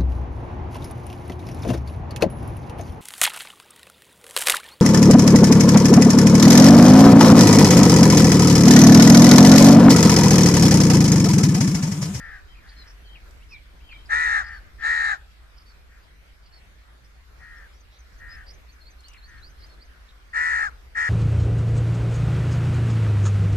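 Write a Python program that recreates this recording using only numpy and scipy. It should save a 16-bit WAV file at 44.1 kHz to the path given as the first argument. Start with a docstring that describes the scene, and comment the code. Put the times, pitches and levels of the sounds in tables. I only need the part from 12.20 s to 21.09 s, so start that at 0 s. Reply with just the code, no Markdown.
"""Stubble field over a low rumble and soft air hiss. A far lapwing calls first, then on and off; small
birds whistle and chirp throughout. Near 2 s a close lapwing scolds twice: harmonics swept through
throat resonances, shaken by a fast trill, rasping with escaping air. The far one answers; a faint hum
swells and fades. From 5.5 s a songbird sings a run of upslurs; dry straw ticks near 7 s.
After 8 s the close lapwing screeches twice more."""
import sys
import numpy as np
from scipy import signal
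from scipy.fft import rfft, irfft, next_fast_len
from scipy.io import wavfile
from scipy.ndimage import uniform_filter1d, map_coordinates

SR = 44100
rng = np.random.default_rng(int(sys.argv[2]) if len(sys.argv) > 2 else 0)


def pcm_store(signal):
    """Save signal as 16-bit PCM."""
    levels = np.round(np.clip(np.atleast_2d(signal), -1, 1) * 32767)
    wavfile.write(sys.argv[1], SR, levels.astype(np.int16).T)


N = 392049
BAND_LIMIT_HZ = 15100

RUMBLE_DB, AIR_DB, AIR_SWELL_SHARE = -48, -56.5, 0.54
HUM_MID_S, HUM_LENGTH_S, HUM_DB = 2.5, 1.9, -65
# rumble swell, used about its mean: t/s, level/dB
RUMBLE_SWELL = [(0, -46.5), (.3, -48), (1.05, -47), (1.45, -50), (2.1, -44), (2.6, -48), (3.1, -50.5),
                (3.9, -52.5), (4.8, -52.5), (5.4, -48.5), (5.7, -52.5), (6.15, -45.5), (6.5, -51.5),
                (7.3, -48.5), (8.05, -52), (8.5, -46), (8.89, -51)]
# noise spectra: f/Hz, relative density/dB
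RUMBLE_SPECTRUM = [(15, -9), (25, -6), (33, -7), (42, 2), (50, 3.5), (62, 4), (70, -12.5), (80, -9),
                   (95, -15), (130, -27.5), (220, -29.5), (500, -80)]
AIR_SPECTRUM = [(59, -32), (100, -6), (149, -6), (188, -10.5), (222, -11), (286, -9.5), (768, -13),
                (836, -14.5), (1440, -9.5), (2290, -12), (2770, -17), (4680, -19.5), (6700, -27),
                (10800, -30.5), (12600, -27.5), (15200, -42)]
HUM_SPECTRUM = [(110, -29), (148, -4), (175, -2.5), (220, -24), (600, -62.5)]
STRAW_SPECTRUM = [(500, -27), (2000, -12), (5000, 6), (8500, 1), (11000, -7), (15000, -37)]
RASP_SPECTRUM = [(120, -9), (300, -7), (800, -7.5), (1700, 16.5), (2600, 1.5), (3200, 7.5), (4000, 0),
                 (4900, 5), (6000, -2), (7200, -2), (8600, -22), (10000, -19.5), (11000, -43),
                 (12500, -13.5), (14000, -50.5)]
# background stereo image: f/Hz, left-right correlation
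COHERENCE = [(28, 0.46), (50, 1), (130, 0.58), (290, 0.1), (630, 0.16), (1390, -0.00095), (3060, -0.074),
             (6720, 0.018), (14800, -0.061)]
# scatter from stubble and stacks: f/Hz, T60/s
FIELD_DECAY = [(300, 0.97), (2000, 0.23), (10000, 0.037)]
# straw ticks: t/s, initial level/dB
STRAW_TICKS = [(1.1094, -56), (6.806, -53), (6.8836, -45.5), (6.9354, -52)]

WHISTLE_HZ = 3140
# steady whistles: t/s, length/s, level/dB
WHISTLES = [(0.273, 0.083, -63), (0.84, 0.14, -59.5), (1.618, 0.24, -61.5)]
# falling slurs: t/s, length/s, start f/Hz, end f/Hz, hoarseness, level/dB, L-R/dB
FALLING_SLURS = [(0.34, 0.079, 2680, 2110, 0.3, -60.5, 3), (0.851, 0.058, 4780, 3570, 0.3, -63.5, -7),
                 (0.949, 0.037, 3000, 2080, 0.32, -51, 5), (1.686, .059, 3100, 1930, 0.6, -53.5, 6),
                 (6.818, 0.16, 3050, 2770, 0.29, -63.5, 7), (6.927, 0.054, 2750, 2030, 0.55, -56, 4)]
# three-note phrases: t/s, level/dB
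PHRASE_STARTS = [(1.208, -47.5), (1.597, -49.5)]
# rise, drop to a held tone, high fall: delay/s, length/s, (start, mid, end) f/Hz, gain/dB, L-R/dB
PHRASE_NOTES = [(0, 0.036, (2600, 2800, 3600), -15, 3), (.1, 0.0808, (2730, 2350, 2390), 0, 1.5),
                (0.113, .055, (4750, 4000, 3200), -12.5, -6)]
ARCH_DELAY_S, CHIRP_S = 0.097, 0.078
# two-part chirps: t/s, arch f/Hz, hoarse note level/dB, arch level/dB, arch L-R/dB
CHIRP_PAIRS = [(.466, 4220, -58.5, -53, 3.5), (2.226, 4530, -57.5, -60.5, 0), (3.359, 4560, -61.5, -62, 1),
               (4.222, 4430, -65, -58.5, -1.5), (7.381, 4360, -63, -63, 2)]
# lone hoarse chips: t/s, length/s, f/Hz, level/dB, L-R/dB
LONE_CHIPS = [(0.657, 0.071, 5230, -58.5, -3.5), (1.288, 0.061, 5280, -58, -3.5),
              (1.853, 0.024, 4970, -59.5, 3.5), (3.818, .048, 4860, -71, 0), (4.837, 0.041, 5250, -67, -3),
              (5.36, 0.0314, 5430, -67, 4.5), (5.71, .078, 3960, -64, -4),
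              (7.881, 0.045, 3710, -61.5, -5.5)]
PIP_LEAD_S, PIP_S, PIP_HZ = 0.046, 0.028, 4270
FLICK_GAP_S, FLICK_S, FLICK_HZ = 0.005, 0.027, (6500, 6080, 6100)
# upslurs: t/s, length/s, mid f/Hz, rise/oct, hoarseness, level/dB, pip level/dB, flick level/dB
SONG_SYLLABLES = [(5.523, 0.071, 5570, 0.23, 0.5, -69, -90, -65),
                  (5.711, 0.07, 5600, .25, 0.9, -71, -90, -62),
                  (5.909, 0.065, 5680, 0.31, 0.52, -75, -90, -66),
                  (6.085, 0.075, 5050, 0.11, 0.17, -53, -90, -74),
                  (6.263, 0.065, 4970, 0.14, 0.6, -52.5, -90, -61),
                  (6.482, 0.033, 4400, 0.14, 0, -60, -90, -65.5),
                  (6.653, 0.043, 4380, 0.17, 0.14, -55, -56, -62.5),
                  (6.833, 0.047, 4340, 0.2, 0.12, -54.5, -61, -62),
                  (7.018, .056, 4310, 0.25, 0.15, -55.5, -59.5, -63),
                  (7.216, .072, 4460, 0.42, 0.15, -53.5, -62, -65.5),
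                  (7.417, 0.04, 4520, .44, 0, -55.5, -71, -70), (7.6, .042, 4540, .45, .08, -57, -92, -70)]

ATTACK_S, FADE_DB_PER_S, RELEASE_S, SCOOP_S = 0.04, 9.5, 0.059, 0.09
BILL_HZ, BILL_WIDTH_HZ = 3884, 230
# lapwing throat response: f/Hz, gain/dB
THROAT_RESPONSE = [(450, -31), (600, -7.5), (900, -16.5), (1100, -16), (1380, -9), (1520, -12.5), (1660, 2),
                   (1780, 1.5), (1950, 0.5), (2100, -16), (2380, -20), (2750, -31), (3200, -38.5),
                   (3950, -34), (4250, -37), (4800, -50), (5350, -50), (6000, -52), (6800, -43.5),
                   (8600, -48.5), (11000, -63.5)]
# narrow throat peaks and dips: f/Hz, width/Hz, gain/dB
THROAT_MODES = [(4419, 200, -1.5), (4860, 370, -17), (5370, 130, 4.5), (6630, 98, 9), (7340, 110, 1.5),
                (8520, 58, 8.5)]
# trill over one call: t/s, rate/Hz, dip depth, roughness
TRILL_COURSE = [(0, 78, 0.6, 0.65), (.06, 76, 0.9, 0.33), (.15, 82, 0.7, 0.36), (.23, 65, 0.5, 0.56),
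                (.32, 77, 0.37, .75)]
# far calls: t/s, length/s, level/dB, 4th harmonic top f/Hz, sag/(Hz/s), end droop fraction, rasp/dB
FAR_CALLS = [(-.08, 0.3, -38, 1811, 887, 0.3, -15.5), (0.408, 0.34, -59, 1800, 350, 0.17, 6.5),
             (2.12, 0.28, -34.5, 1831, 588, 0.18, -13.5), (2.581, 0.41, -35, 1764, 453, 0.23, -8),
             (3.679, 0.16, -59, 1813, 900, 0.24, 0), (5.188, 0.3, -44.5, 1855, 551, .18, -14),
             (5.986, .278, -42.5, 1843, 1102, .22, -30), (7.062, 0.18, -49, 1833, 200, 0.36, -6)]
# near calls: t/s, length/s, level/dB, 4th harmonic top f/Hz, scoop fraction, sag/(Hz/s),
# bill ring/dB, treble/dB
NEAR_CALLS = [(1.89, 0.35, -19.5, 1895, .09, 934, 11.5, -2), (2.62, 0.35, -20.5, 1855, 0.07, 819, 12, -2),
              (8.13, 0.37, -20.6, 1901, .055, 541, -2, -2.5), (8.746, .35, -22, 1856, .02, 488, -16, -0.5)]
# microphone shading towards the near bird: f/Hz, L-R/dB
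NEAR_SHADING = [(800, 0.5), (1300, 8), (1800, 4), (2500, -3), (3500, 3.5), (5000, -2.5), (7200, 5),
                (8200, 12.5), (9700, 24.5), (12500, 5.5)]
SIDES = np.array([[0.5], [-0.5]])  # left and right share of an L-R difference


def amp(db):
    """Decibels to gain."""
    return 10 ** (np.asarray(db) / 20)


def unit_rms(x):
    """Scale to rms 1."""
    return x / np.sqrt(np.mean(x ** 2) + 1e-20)


def at_hz(points, hz):
    """Interpolate (f/Hz, value) points on a log axis."""
    knots_hz, values = np.transpose(points)
    return np.interp(np.log(hz + 1), np.log(knots_hz + 1), values)


def at_time(rows, t):
    """Interpolate each value column of (t/s, ...) rows."""
    knots_s, *columns = np.transpose(rows)
    return [np.interp(t, knots_s, column) for column in columns]


def wobble(rate_hz, size):
    """Smooth random curve, rate_hz knots a second."""
    knots = rng.standard_normal(size // 8 + 8)
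    return map_coordinates(knots, [np.arange(size) * rate_hz / SR], mode="wrap")


def filtered(x, response):
    """FFT filter with gain response(hz)."""
    size = x.shape[-1]
    n_fft = next_fast_len(size + 8192)
    return irfft(rfft(x, n_fft) * response(np.fft.rfftfreq(n_fft, 1 / SR)), n_fft)[..., :size]


def equalise(x, points):
    """Filter by (f/Hz, gain/dB) points."""
    return filtered(x, lambda hz: amp(at_hz(points, hz)))


def noise(spectrum, size):
    """Coloured noise, rms 1."""
    return unit_rms(equalise(rng.standard_normal(size), spectrum))


def add(track, start_s, x):
    """Mix x into track at start_s."""
    start = round(start_s * SR)
    x = x[..., max(-start, 0):]
    part = track[..., max(start, 0):][..., :x.shape[-1]]
    part += x[..., :part.shape[-1]]


def place(x, shading, lag_ms):
    """Point source at two microphones: shading is (f/Hz, L-R/dB), left lags by lag_ms."""
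    def response(hz):
        return amp(SIDES * at_hz(shading, hz)) * np.exp(-2j * np.pi * hz * SIDES * lag_ms / 1000)
    return filtered(x, response)


def stereo_noise(spectrum, patch_db):
    """Noise of rms 1 with random time-frequency gain patches, nearly mono in the bass."""
    def mid_side_gain(hz):
        angle = np.arccos(np.clip(at_hz(COHERENCE, hz), -1, 1)) / 2
        return amp(at_hz(spectrum, hz)) * np.array([np.cos(angle), np.sin(angle)])
    bins = signal.stft(rng.standard_normal((2, N)), nperseg=512)[2]
    patches = uniform_filter1d(rng.standard_normal(bins.shape[1:]), size=6, axis=0)
    patches = unit_rms(uniform_filter1d(patches, size=14, axis=1))
    pair = signal.istft(bins * amp(patch_db * patches), nperseg=512)[1][:, :N]
    mid, side = filtered(pair, mid_side_gain)
    return unit_rms(np.array([mid + side, mid - side]))


def rumble_and_air():
    """Distant rumble swelling slowly; open-air hiss follows it in part."""
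    contour_db, = at_time(RUMBLE_SWELL, np.arange(N) / SR)
    swell_db = contour_db - contour_db.mean()
    rumble = stereo_noise(RUMBLE_SPECTRUM, patch_db=0.5)
    power = uniform_filter1d(np.mean(rumble ** 2, axis=0), size=SR // 6)
    rumble /= np.sqrt(np.abs(power) + 1e-6)  # flatten the noise's own swings
    air_db = AIR_DB + AIR_SWELL_SHARE * swell_db + 0.5 * wobble(8.4, N)
    rumble_db = RUMBLE_DB + swell_db + 0.37 * wobble(7, N)
    return amp(rumble_db) * rumble + amp(air_db) * stereo_noise(AIR_SPECTRUM, patch_db=2.09)


def hum():
    """Narrow band of low noise; swells and fades once."""
    position = np.clip((np.arange(N) / SR - HUM_MID_S) / HUM_LENGTH_S, -0.5, 0.5)
    return amp(HUM_DB) * np.cos(np.pi * position) * stereo_noise(HUM_SPECTRUM, patch_db=7.5)


def field_scatter(x):
    """Diffuse tail of the field; treble dies first."""
    hz, t, bins = signal.stft(rng.standard_normal((2, SR // 2)), SR, nperseg=256)
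    decay = amp(-60 * t / at_hz(FIELD_DECAY, hz)[:, None])
    tail = signal.istft(bins * decay, SR, nperseg=256)[1]
    return signal.fftconvolve(x, tail / np.linalg.norm(tail[0]), axes=1)[:, :N]


def straw(t60_s=0.032):
    """Dry ticks: fast-decaying noise bursts."""
    track = np.zeros((2, N))
    t = np.arange(SR // 20) / SR
    for start_s, db in STRAW_TICKS:
        burst = np.array([noise(STRAW_SPECTRUM, len(t)) for _ in range(2)])
        add(track, start_s, amp(db - 60 * t / t60_s) * burst)
    return track


def note(length_s, pitches_hz, hoarse, db, balance_db):
    """Whistle gliding through three pitches; hoarseness is fast flutter of pitch and level."""
    size = int(length_s * SR)
    progress = np.linspace(0, 1, size)
    glide_hz = np.polyval(np.polyfit([0, 0.5, 1], pitches_hz, 2), progress)
    pitch_hz = glide_hz + (18 + hoarse * 430) * wobble(900, size)
    envelope = np.abs(np.sin(np.pi * progress)) ** 0.57 * amp((2.2 + 2 * hoarse) * wobble(160, size))
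    tone = amp(db) * unit_rms(envelope * np.sin(2 * np.pi * np.cumsum(pitch_hz) / SR))
    return place(tone, [(3000, balance_db)], lag_ms=-0.012 * balance_db)  # louder side leads


def glide(hz, octaves):
    """Start, middle and end pitch of an even glide centred on hz."""
    return hz * 2 ** (octaves * np.array([-0.5, 0, 0.5]))


def whistlers():
    """Lower, fluting birds: steady whistles, falling slurs, a repeated phrase."""
    track = np.zeros((2, N))
    for start_s, length_s, db in WHISTLES:
        add(track, start_s, note(length_s, [WHISTLE_HZ] * 3, hoarse=0.02, db=db, balance_db=7))
    for start_s, length_s, start_hz, end_hz, hoarse, db, balance_db in FALLING_SLURS:
        add(track, start_s, note(length_s, np.linspace(start_hz, end_hz, 3), hoarse, db, balance_db))
    for start_s, db in PHRASE_STARTS:
        for delay_s, length_s, pitches_hz, gain_db, balance_db in PHRASE_NOTES:
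            tone = note(length_s, pitches_hz, hoarse=0.07, db=db + gain_db, balance_db=balance_db)
            add(track, start_s + delay_s, tone)
    return track


def chirper():
    """Hoarse rising note, then an arched whistle with a weaker second voice above."""
    track = np.zeros((2, N))
    for start_s, hz, lead_db, arch_db, balance_db in CHIRP_PAIRS:
        arch_hz = hz * np.array([0.98, 1, 0.91])
        lead = note(CHIRP_S, glide(1.07 * hz, 0.0853), hoarse=0.8, db=lead_db, balance_db=-3)
        arch = note(CHIRP_S, arch_hz, hoarse=0.16, db=arch_db, balance_db=balance_db)
        upper = note(CHIRP_S, 1.21 * arch_hz, hoarse=0.096, db=arch_db - 10, balance_db=-5)
        add(track, start_s, lead)
        add(track, start_s + ARCH_DELAY_S, arch + upper)
    return track


def songbird():
    """Syllables of pip, upslur and high flick; the upslurs end clearer and steeper."""
    track = np.zeros((2, N))
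    for start_s, length_s, hz, rise_oct, hoarse, db, pip_db, flick_db in SONG_SYLLABLES:
        pip = note(PIP_S, glide(PIP_HZ, -0.01), hoarse=0.087, db=pip_db, balance_db=1)
        upslur = note(length_s, glide(hz, rise_oct), hoarse, db, balance_db=-2.5)
        flick = note(FLICK_S, FLICK_HZ, hoarse=0.19, db=flick_db, balance_db=3)
        add(track, start_s - PIP_LEAD_S, pip)
        add(track, start_s, upslur)
        add(track, start_s + length_s + FLICK_GAP_S, flick)
    return track


def small_birds():
    """All small birds, plus lone hoarse chips."""
    track = songbird() + chirper() + whistlers()
    for start_s, length_s, hz, db, balance_db in LONE_CHIPS:
        add(track, start_s, note(length_s, glide(hz, 0.1), hoarse=0.7, db=db, balance_db=balance_db))
    return track


def screech(length_s, top_hz, sag_hz_per_s, scoop, sag_start_s, droop, droop_s,
            swing, jitter, shimmer_db, rasp_db):
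    """Lapwing call: harmonics sweep the throat resonance; a fast trill shakes pitch and level."""
    size = int(length_s * SR)
    t = np.arange(size) / SR
    fourth_hz = top_hz * (1 - scoop * np.maximum(1 - t / SCOOP_S, 0))
    fourth_hz -= sag_hz_per_s * np.maximum(t - sag_start_s, 0)
    rate_hz, depth, rough = at_time(TRILL_COURSE, t)
    beats = np.cumsum(rate_hz * (1 + 0.066 * rough * wobble(40, size))) / SR
    arch = np.abs(np.sin(np.pi * beats))
    spent = np.exp((t - length_s) / droop_s)  # pressure runs out: pitch falls, trill dies
    fall, trill = 1 - droop * spent, (1 - spent) ** 2
    deviation = swing * (arch ** 1.6 - 0.68) + jitter * rough * wobble(700, size)
    pitch_hz = fourth_hz / 4 * fall * (1 + trill * deviation)
    phase = 2 * np.pi * np.cumsum(pitch_hz) / SR
    throat_scale = fall ** 0.82  # closing bill lowers the resonance
    voice = np.zeros(size)
    for k in range(2, 22):
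        partial_db = at_hz(THROAT_RESPONSE, k * pitch_hz / throat_scale)
        partial_db += shimmer_db * rough * wobble(300, size)
        voice += amp(partial_db) * np.sin(k * phase + rng.uniform(0, 2 * np.pi))
    rasp = noise(RASP_SPECTRUM, size) * (1 + 0.36 * np.cos(phase))  # air escapes once a cycle
    dips = 1 - trill * depth * (1 - arch) ** 2.94
    strength = unit_rms(dips * amp(0.47 * wobble(122.3, size)))
    rasp = np.sqrt(np.abs(strength)) * amp(rasp_db) * unit_rms(rasp)
    gate = np.minimum(t / ATTACK_S, 1) * np.minimum((length_s - t) / RELEASE_S, 1)
    return gate * amp(-FADE_DB_PER_S * t) * (unit_rms(strength * voice) + rasp)


def far_lapwing():
    """Distant calls, treble lost on the way."""
    track = np.zeros(N)
    for start_s, length_s, db, top_hz, sag_hz_per_s, droop, rasp_db in FAR_CALLS:
        call = screech(length_s, top_hz, sag_hz_per_s, scoop=0, sag_start_s=0.06, droop=droop,
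                       droop_s=0.024, swing=0.19, jitter=0.035, shimmer_db=1, rasp_db=rasp_db)
        add(track, start_s, amp(db) * call)
    track = equalise(track, [(900, -10.5), (1500, -1.5), (2200, -3), (4000, -9), (6000, -8)])
    return place(track, [(700, -1), (1800, 4.5), (4000, -6)], lag_ms=-0.066)


def bill_and_throat(x, bill_db):
    """Narrow peaks and dips; a wide-open bill adds a reedy ring."""
    def response(hz):
        gain = 1
        for centre_hz, width_hz, db in [(BILL_HZ, BILL_WIDTH_HZ, bill_db), *THROAT_MODES]:
            peak = 1j * hz * width_hz / (centre_hz ** 2 - hz ** 2 + 1j * hz * width_hz)
            gain = gain * (1 + (amp(db) - 1) * peak)
        return gain
    return filtered(x, response)


def stubble_echo(x, t60_s=0.078):
    """Stalks near the path reflect treble within 25 ms, differently to each microphone."""
    t = np.arange(SR // 40) / SR
    glances = rng.standard_normal((2, len(t))) * amp(-60 * t / t60_s)
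    echo = signal.fftconvolve(x[None], glances / np.linalg.norm(glances[0]), axes=1)[:, :len(x)]
    tilt = [(2000, -25.5), (4500, 4.5)]
    return filtered(echo, lambda hz: amp(SIDES * at_hz(NEAR_SHADING, hz) + at_hz(tilt, hz)))


def near_lapwing():
    """Close calls, bright and raspy: direct path plus stubble echo."""
    track = np.zeros((2, N))
    for start_s, length_s, db, top_hz, scoop, sag_hz_per_s, bill_db, treble_db in NEAR_CALLS:
        call = screech(length_s, top_hz, sag_hz_per_s, scoop, sag_start_s=0.13, droop=0.37,
                       droop_s=0.018, swing=0.15, jitter=0.0322, shimmer_db=4, rasp_db=-21.5)
        call = np.pad(call, (0, SR // 40))  # room for the echo
        call = equalise(call, [(2500, 0.011), (5000, treble_db)])
        call = bill_and_throat(call, bill_db)
        add(track, start_s, amp(db) * (place(call, NEAR_SHADING, lag_ms=0.45) + stubble_echo(call)))
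    return track


def scene():
    """Stereo mix; far sources carry more field scatter."""
    near, far, birds = near_lapwing(), far_lapwing(), small_birds()
    send = amp(-27) * near + amp(-13) * far + amp(-10) * birds
    return near + far + birds + straw() + field_scatter(send) + rumble_and_air() + hum()


def record(dry):
    """Brick-wall low-pass."""
    return filtered(dry, lambda hz: hz < BAND_LIMIT_HZ)


dry = scene()
out = record(dry)
pcm_store(out)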